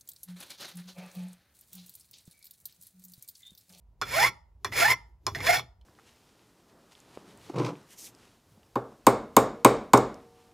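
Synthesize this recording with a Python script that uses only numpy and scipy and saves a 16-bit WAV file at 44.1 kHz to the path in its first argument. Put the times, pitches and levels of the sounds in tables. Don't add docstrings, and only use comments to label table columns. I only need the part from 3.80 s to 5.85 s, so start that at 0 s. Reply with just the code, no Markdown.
import sys
import numpy as np
from scipy import signal
from scipy.fft import rfft, irfft, next_fast_len
from scipy.io import wavfile

SR = 44100
rng = np.random.default_rng(int(sys.argv[2]) if len(sys.argv) > 2 else 0)


def magnitude_from_level(level_db):
    exponent = np.asarray(level_db, float) / 20
    return 10 ** exponent


def generate_wav(sig):
    pcm = np.round(np.clip(np.atleast_2d(sig).T, -1, 1) * 32767).astype(np.int16)
    wavfile.write(sys.argv[1], SR, pcm)


N = 90404
SIZE = next_fast_len(N + SR)
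TIME_S = np.arange(N) / SR

# f/Hz, width/Hz, level/dB
BODY = [(660.2, 17, 3.5), (843.6, 29, 4.5), (923, 41, -8), (1064.6, 53, 2.5), (1351, 16, 1.5),
        (1474, 110, 5), (1820, 65, 2.5), (2100, 150, 7), (2258, 25, 2), (2568, 34, 3), (3473, 120, 0.5),
        (4221, 38, 12.5), (5150, 230, 7.5), (5646, 26, 14.5)]


def rms_one(x):
    return x / np.sqrt(np.mean(x ** 2) + 1e-20)


def at_hz(points):
    hz, value = np.transpose(points)
    grid_hz = np.arange(SIZE // 2 + 1) * SR / SIZE
    return np.interp(np.log(grid_hz + 1), np.log(hz), value)


def colour(x, points):
    ceps = irfft(np.log(magnitude_from_level(at_hz(points))), SIZE)
    ceps[1:SIZE // 2] *= 2
    ceps[SIZE // 2 + 1:] = 0
    response = np.exp(rfft(ceps))
    return irfft(rfft(x, SIZE) * response, SIZE)[..., :N]


def drift(rate_hz):
    r = np.exp(-2 * np.pi * rate_hz / SR)
    wander = signal.lfilter([1], [1, -2 * r, r * r], rng.standard_normal(N + SR))
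    return rms_one(wander[SR:])


def resonance(x, hz, width_hz):
    r = np.exp(-np.pi * width_hz / SR)
    poles = [1, -2 * r * np.cos(2 * np.pi * hz / SR), r * r]
    return signal.lfilter([(1 - r * r) / 2, 0, (r * r - 1) / 2], poles, x + 1e-18)


def noise_tone(hz, width_hz):
    return rms_one(resonance(rng.standard_normal(N), hz, width_hz))


def swells(rows, size_of):
    return sum(size_of(db) * np.exp(-.5 * ((TIME_S - s) / length) ** 2) for s, db, length in rows)


def steel(x, ring_db, direct_db=0):
    out = magnitude_from_level(direct_db) * x
    for k, (hz, width_hz, db) in enumerate(BODY):
        sign = (-1) ** k
        out = out + sign * magnitude_from_level(db + ring_db[k]) * resonance(x, hz, width_hz)
    return out


def rumble(press_db):
    # f/Hz, level/dB per Hz
    floor = [(27, -39), (52, -1.5), (80, -9.5), (140, -24), (280, -38), (800, -39.5), (1500, -53),
             (9000, -68)]
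    level_db, side_db, flicker_db = -58, -16.5, 1
    whine_db, sway_db, sway_t60_s = -27, -7.5, 0.99
    mid, side = colour(rng.standard_normal((2, N)), floor)
    mid = mid + magnitude_from_level(whine_db) * np.std(mid) * noise_tone(950, 29)
    r = magnitude_from_level(-60 / sway_t60_s / SR)
    pushing = 1. * (press_db > -60)
    sway = rms_one(signal.lfilter([1], [1, -r], pushing))
    scale = magnitude_from_level(level_db + flicker_db * drift(4.3)) * (1 + magnitude_from_level(sway_db) * sway) / np.std(mid)
    return scale * (mid * magnitude_from_level([[-.4], [.4]]) + magnitude_from_level(side_db) * side * [[1], [-1]])


def taps():
    # t/s, peak level/dB, hardness/dB, loudest pitch f/Hz, its level/dB
    touches = [(0.2149, -19, -2.5, 1075, -4.5), (0.2212, -25, -8, 1394, 7.5), (0.8465, -16, 5.5, 1890, -9),
               (0.8469, -27, -5, 1045, 7.5), (.9237, -29, -10.5, 2020, 4), (1.4668, -10, 6, 1041, -7.5),
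               (1.549, -26, -5.5, 1870, 1.5), (1.587, -35.5, -5, 2016, 0), (1.605, -28.5, -9, 2100, 3.5),
               (1.623, -44, -2, 5260, -9.5), (1.668, -24, -5.5, 1790, 8.5), (1.794, -35, -5.5, 1110, 6),
               (2.013, -55, -1, 3100, -5.5), (1.77, -31.5, -3, 3450, 4), (1.796, -36, 2.5, 3430, 4)]
    # ring of the free file level/dB, rattle level/dB
    tails = [(-8, -9.5), (-12, -11.5), (-21, -12), (-8.5, -10.5), (-14, -7.5), (-20, -16.5), (-13, -6.5),
             (-29.5, -9), (-18, -9.5), (-13.5, -18), (2, -5), (-3, -8.5), (-20, -15), (-1, -9), (-3, -10)]
    # f/Hz, level/dB per Hz
    crack_colour = [(200, -20), (500, -15), (1100, -1.5), (2300, -11), (4000, -2), (6000, -3),
                    (10000, -4.5), (15500, -36)]
    # f/Hz, level/dB per Hz
    rattle_colour = [(150, -10), (400, 4), (1000, -8), (2300, -9.5), (5000, -13.5), (9000, -15),
                     (15000, -19)]
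    # f/Hz, width/Hz, level/dB
    file_tones = [(2330, 45, -7), (3430, 22, -8), (4280, 45, -14), (5190, 60, -11), (5780, 60, -20)]
    gain_db, ring_db, peak_width_hz = -0.5, -1.5, 160
    burst_s, click, rattle_s, rattle_rise_s = .0012, 5, 0.014, 0.0036
    thud_hz, thud_db, thud_t60_s, thud_rise_s = 103.3, -26, 0.43, .015
    out = np.zeros(N)
    for (s, db, hard_db, peak_hz, peak_db), (file_db, rattle_db) in zip(touches, tails):
        age = np.maximum(TIME_S - s, 0)
        crack, rattle = rng.standard_normal((2, N)) * (TIME_S >= s)
        crack[int(s * SR) + 1] = click
        tilted = [(hz, v + hard_db * np.log2(hz / 2000) / 2) for hz, v in crack_colour]
        crack = colour(crack * np.exp(-age / burst_s), tilted)
        rattle = rattle * np.exp(-age / rattle_s) * np.minimum(age / rattle_rise_s, 1)
        rattle = colour(rattle, rattle_colour)
        burst = crack / np.abs(crack).max() + magnitude_from_level(rattle_db) * rattle / np.abs(rattle).max()
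        thud = magnitude_from_level(thud_db - 60 * age / thud_t60_s) * np.sin(2 * np.pi * thud_hz * age)
        thud = thud * np.minimum(age / thud_rise_s, 1)
        ring = steel(burst, ring_db + rng.normal(0, 1, len(BODY)))
        peak = resonance(burst, peak_hz, peak_width_hz)
        ring = ring + magnitude_from_level(peak_db) * peak / np.abs(peak).max()
        for hz, width_hz, tone_db in file_tones:
            free = resonance(burst, hz, width_hz)
            ring = ring + magnitude_from_level(file_db + tone_db) * free / np.abs(free).max()
        out += magnitude_from_level(db + gain_db) * (ring + thud)
    return out


def vice(x):
    # f/Hz, width/Hz, level/dB
    rings = [(804, 22, -4.5), (950, 5.9, -4.5), (1050, 11, -9), (1295, 8.1, -17.5), (2074, 14, -2.5),
             (2357, 24, -9), (3393, 26, 1.5), (4297, 32, -3.5)]
    return sum(magnitude_from_level(db) * resonance(x, hz, width_hz) for hz, width_hz, db in rings)


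def ports(x, share=1):
    # f/Hz, phase/radians
    lead = [(400, 0), (700, 1.4), (900, 1.1), (1350, .1), (4050, -.1), (5860, -1.0), (6900, .2),
            (7300, 1.7)]
    # f/Hz, phase/radians
    lead_top = [(7300, 0), (8450, 1.36), (9650, 1.52), (11500, 4.3), (12800, 4.7), (13900, 7.72),
                (14300, 8.3), (16000, 8.4)]
    # f/Hz, left minus right level/dB
    pan = [(100, -.8), (350, 2), (700, -1), (1400, -1.8), (2800, -2.8), (5600, -.8), (9000, 0)]
    side = np.array([[.5], [-.5]])
    phase = side * share * (at_hz(lead) + at_hz(lead_top))
    turn = np.exp(1j * phase) * magnitude_from_level(side * at_hz(pan))
    return irfft(rfft(x, SIZE) * turn, SIZE)[:, :N]


def room(x):
    # f/Hz, t60/s
    fade = [(200, 0.38), (900, 0.43), (2000, 0.29), (4000, 0.33), (12000, 0.26)]
    level_db, side_db, side_top_hz, rise_s = -23.5, -5, 6260, .008
    age = np.arange(SR) / SR
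    edges = 125 * 2 ** np.arange(0, 7.1, .5)
    hz, t60 = np.transpose(fade)
    white = rng.standard_normal((2, SR))
    tail = 0
    for low, high in zip(edges, edges[1:]):
        band = signal.sosfilt(signal.butter(2, [low, high], "band", fs=SR, output="sos"), white)
        tail = tail + band * magnitude_from_level(-60 * age / np.interp(np.log(low * high) / 2, np.log(hz), t60))
    tail = tail * np.minimum(age / rise_s, 1)
    tail = tail / np.sqrt(np.sum(tail ** 2) / 2)
    alike, unlike = irfft(rfft(tail, SIZE) * rfft(x, SIZE), SIZE)[:, :N]
    unlike = signal.sosfilt(signal.butter(4, side_top_hz, fs=SR, output="sos"), unlike)
    return magnitude_from_level(level_db) * (ports(alike) + magnitude_from_level(side_db) * unlike * [[1.5], [-.5]])


def hand():
    # t/s, tooth rate f/Hz, pressure level/dB, tooth tone level/dB, second overtone level/dB
    first = [
        (.25, 330, -51.5, -22.5, -3.5),
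        (.335, 510.5, -33.5, -9, -5.5),
        (.378, 680, -28.5, -6.5, -1.5),
        (.4, 830, -26.5, -9.5, -7.5),
        (.428, 932.6, -25, -7, -6),
        (.447, 1052, -25.5, -11.5, 2.5),
        (.468, 1172, -30, -4.5, -6),
        (.492, 1050, -37, -17.5, 4.5),
        (.505, 950, -64, -19, 2),
    ]
    second = [
        (.918, 321, -47, -16.5, 2.5),
        (.972, 469.6, -28.5, -16, -16),
        (1.014, 660.4, -23.5, -14.5, 5),
        (1.036, 705.2, -26, -6, -9.5),
        (1.05, 859.6, -27, -6.5, 2),
        (1.085, 932.3, -28.5, -9, 3),
        (1.103, 1037, -25.5, -16.5, 3.5),
        (1.129, 1027, -28, -11.5, -1),
        (1.15, 1031, -57, 1.5, -0.5),
    ]
    third = [
        (1.549, 330, -44.5, -11.5, 6.5),
        (1.599, 423.8, -51.5, -6.5, -5.5),
        (1.653, 521.8, -32.5, -8, -9.5),
        (1.675, 598, -29, -8.5, -6.5),
        (1.686, 713, -26, -4.5, -18.5),
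        (1.713, 715.7, -28, -4.5, -14.5),
        (1.747, 738, -27.5, -11.5, -9.5),
        (1.798, 769, -41.5, -10.5, -13.5),
        (1.826, 710, -70.5, -25.5, -13),
    ]
    rows = []
    for stroke in (first, second, third):
        start, end = stroke[0], stroke[-1]
        rows += [(start[0] - .004, start[1], -110, -6, 0), *stroke, (end[0] + .004, end[1], -110, -6, 0)]
    s, *columns = np.transpose(rows)
    return [np.interp(TIME_S, s, column) for column in columns]


def scrape(rate_hz, press_db, clear_db, second_db):
    # multiple of the tooth rate, level/dB
    orders = [(1, 9), (2, 8), (3, 0)]
    # t/s, level/dB
    third = [(.3, -5.5), (.37, -5), (.42, -11), (0.501, -2.5), (.95, -11), (0.999, -8), (1.101, 0.5),
             (1.6, -16), (1.72, -0.5)]
    # t/s, change of level/dB, length/s
    bites = [(.341, 3, .005), (.367, 4, .004), (.385, 4, .004), (.393, -4, .003), (.402, 3, .004),
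             (.428, 4, .004), (.446, 5, .004), (.4525, -6, .0025), (.477, 3, .004), (.985, 3, .008),
             (1.03, 4, .005), (1.041, -4, .003), (1.053, 4, .006), (1.073, -7, .004), (1.083, 3, .004),
             (1.092, -4, .004), (1.105, 3, .005), (1.128, -6, .003), (1.134, 3, .003), (1.635, 3, .006),
             (1.672, 4, .004), (1.683, -3, .003), (1.695, 3, .004), (1.708, 4, .004), (1.718, -5, .004),
             (1.731, 4, .003), (1.755, 3, .006)]
    # f/Hz, level/dB per Hz
    grit_colour = [(150, -20), (500, 0.5), (1500, 2), (2300, 8), (2900, -3.5), (6000, -7.5), (9000, 0),
                   (15000, -20.5)]
    wobble, wobble_hz, tooth_flicker_db, flicker_hz = .032, 200, 2, 70
    tooth_low_hz, tooth_direct_db, tooth_ring_db = 570, -4.5, 4.5
    grit_per_s, grit_spread_db, grit_db, grit_flicker_db, bite_share = 16000, 2.5, -0.5, 1, .55
    bite_db = swells(bites, float)
    third_db = np.interp(TIME_S, *np.transpose(third))
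    phase = 2 * np.pi * np.cumsum(rate_hz * (1 + wobble * drift(wobble_hz))) / SR
    teeth = 0
    for k, ((_, db), moving_db) in enumerate(zip(orders, (0, second_db, third_db))):
        tone_db = db + moving_db + tooth_flicker_db * drift(flicker_hz)
        teeth = teeth + magnitude_from_level(tone_db) * np.sin((k + 1) * phase)
    teeth = teeth * magnitude_from_level(press_db + clear_db + bite_db)
    teeth = signal.sosfilt(signal.butter(4, tooth_low_hz, "high", fs=SR, output="sos"), teeth)
    sizes = magnitude_from_level(grit_spread_db * np.minimum(rng.exponential(1, N), 5)) * rng.choice([-1, 1], N)
    clicks = sizes * (rng.random(N) < grit_per_s / SR)
    flicker = grit_flicker_db * drift(flicker_hz)
    grit = rms_one(colour(clicks, grit_colour)) * magnitude_from_level(press_db + bite_share * bite_db + grit_db + flicker)
    flat = np.zeros(len(BODY))
    return steel(grit, flat) + steel(teeth, flat + tooth_ring_db, tooth_direct_db)


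def bench(press_db):
    level_db, follows, groan_db, tail_s = -44.5, 0.15, -11.5, 0.026
    groan_hz, groan_width_hz = 330, 400
    push = magnitude_from_level(follows * (press_db + 31.5)) * (press_db > -100)
    r = np.exp(-1 / tail_s / SR)
    hum = noise_tone(120.7, 14)
    groan = resonance(rng.standard_normal(N), groan_hz, groan_width_hz)
    groan = rms_one(resonance(groan, groan_hz, groan_width_hz))
    return magnitude_from_level(level_db) * (hum + magnitude_from_level(groan_db) * groan) * signal.lfilter([1 - r], [1, -r], push)


def lurch():
    # t/s, level/dB, length/s
    heaves = [
        (.26, -49.5, 0.031),
        (.4, -53.5, .05),
        (.92, -47, 0.048),
        (1.29, -66, 0.022),
        (1.53, -48.5, 0.051),
        (1.61, -42, 0.042),
    ]
    # f/Hz, level/dB per Hz
    heave_colour = [(25, -30.5), (40, -9), (60, 2), (110, -1.5), (200, -13), (400, -9), (600, -38.5)]
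    return swells(heaves, magnitude_from_level) * rms_one(colour(rng.standard_normal(N), heave_colour))


def scene():
    # f/Hz, level/dB
    sheen = [(12000, 0.5), (13800, 4.5), (14700, 25.5), (15050, 22.5), (15300, -27.5), (16400, -38)]
    # f/Hz, level/dB
    wide = [(250, -11), (600, -8.5), (1200, -11.5), (2500, -11.5), (5000, -17), (9000, -14), (14000, -8),
            (15300, -38.5)]
    controls = hand()
    press_db = controls[1]
    background = rumble(press_db)
    touch = taps()
    push = scrape(*controls)
    far = colour(scrape(*controls), wide)
    low = bench(press_db) + lurch()
    near = ports(colour(push, sheen) + vice(push + touch) + low) + ports(touch, .88)
    return near + far * [[1], [-1]] + room(push + touch) + background


def roll_off(x):
    return signal.sosfilt(signal.butter(12, 16490, fs=SR, output="sos"), x)


def record(dry):
    hiss_db, top_hz = -91, 15800
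    hissy = dry + magnitude_from_level(hiss_db) * rng.standard_normal(dry.shape)
    cut = signal.sosfilt(signal.cheby1(8, 1, top_hz, fs=SR, output="sos"), hissy)
    return roll_off(cut)


dry = scene()
out = record(dry)
generate_wav(out)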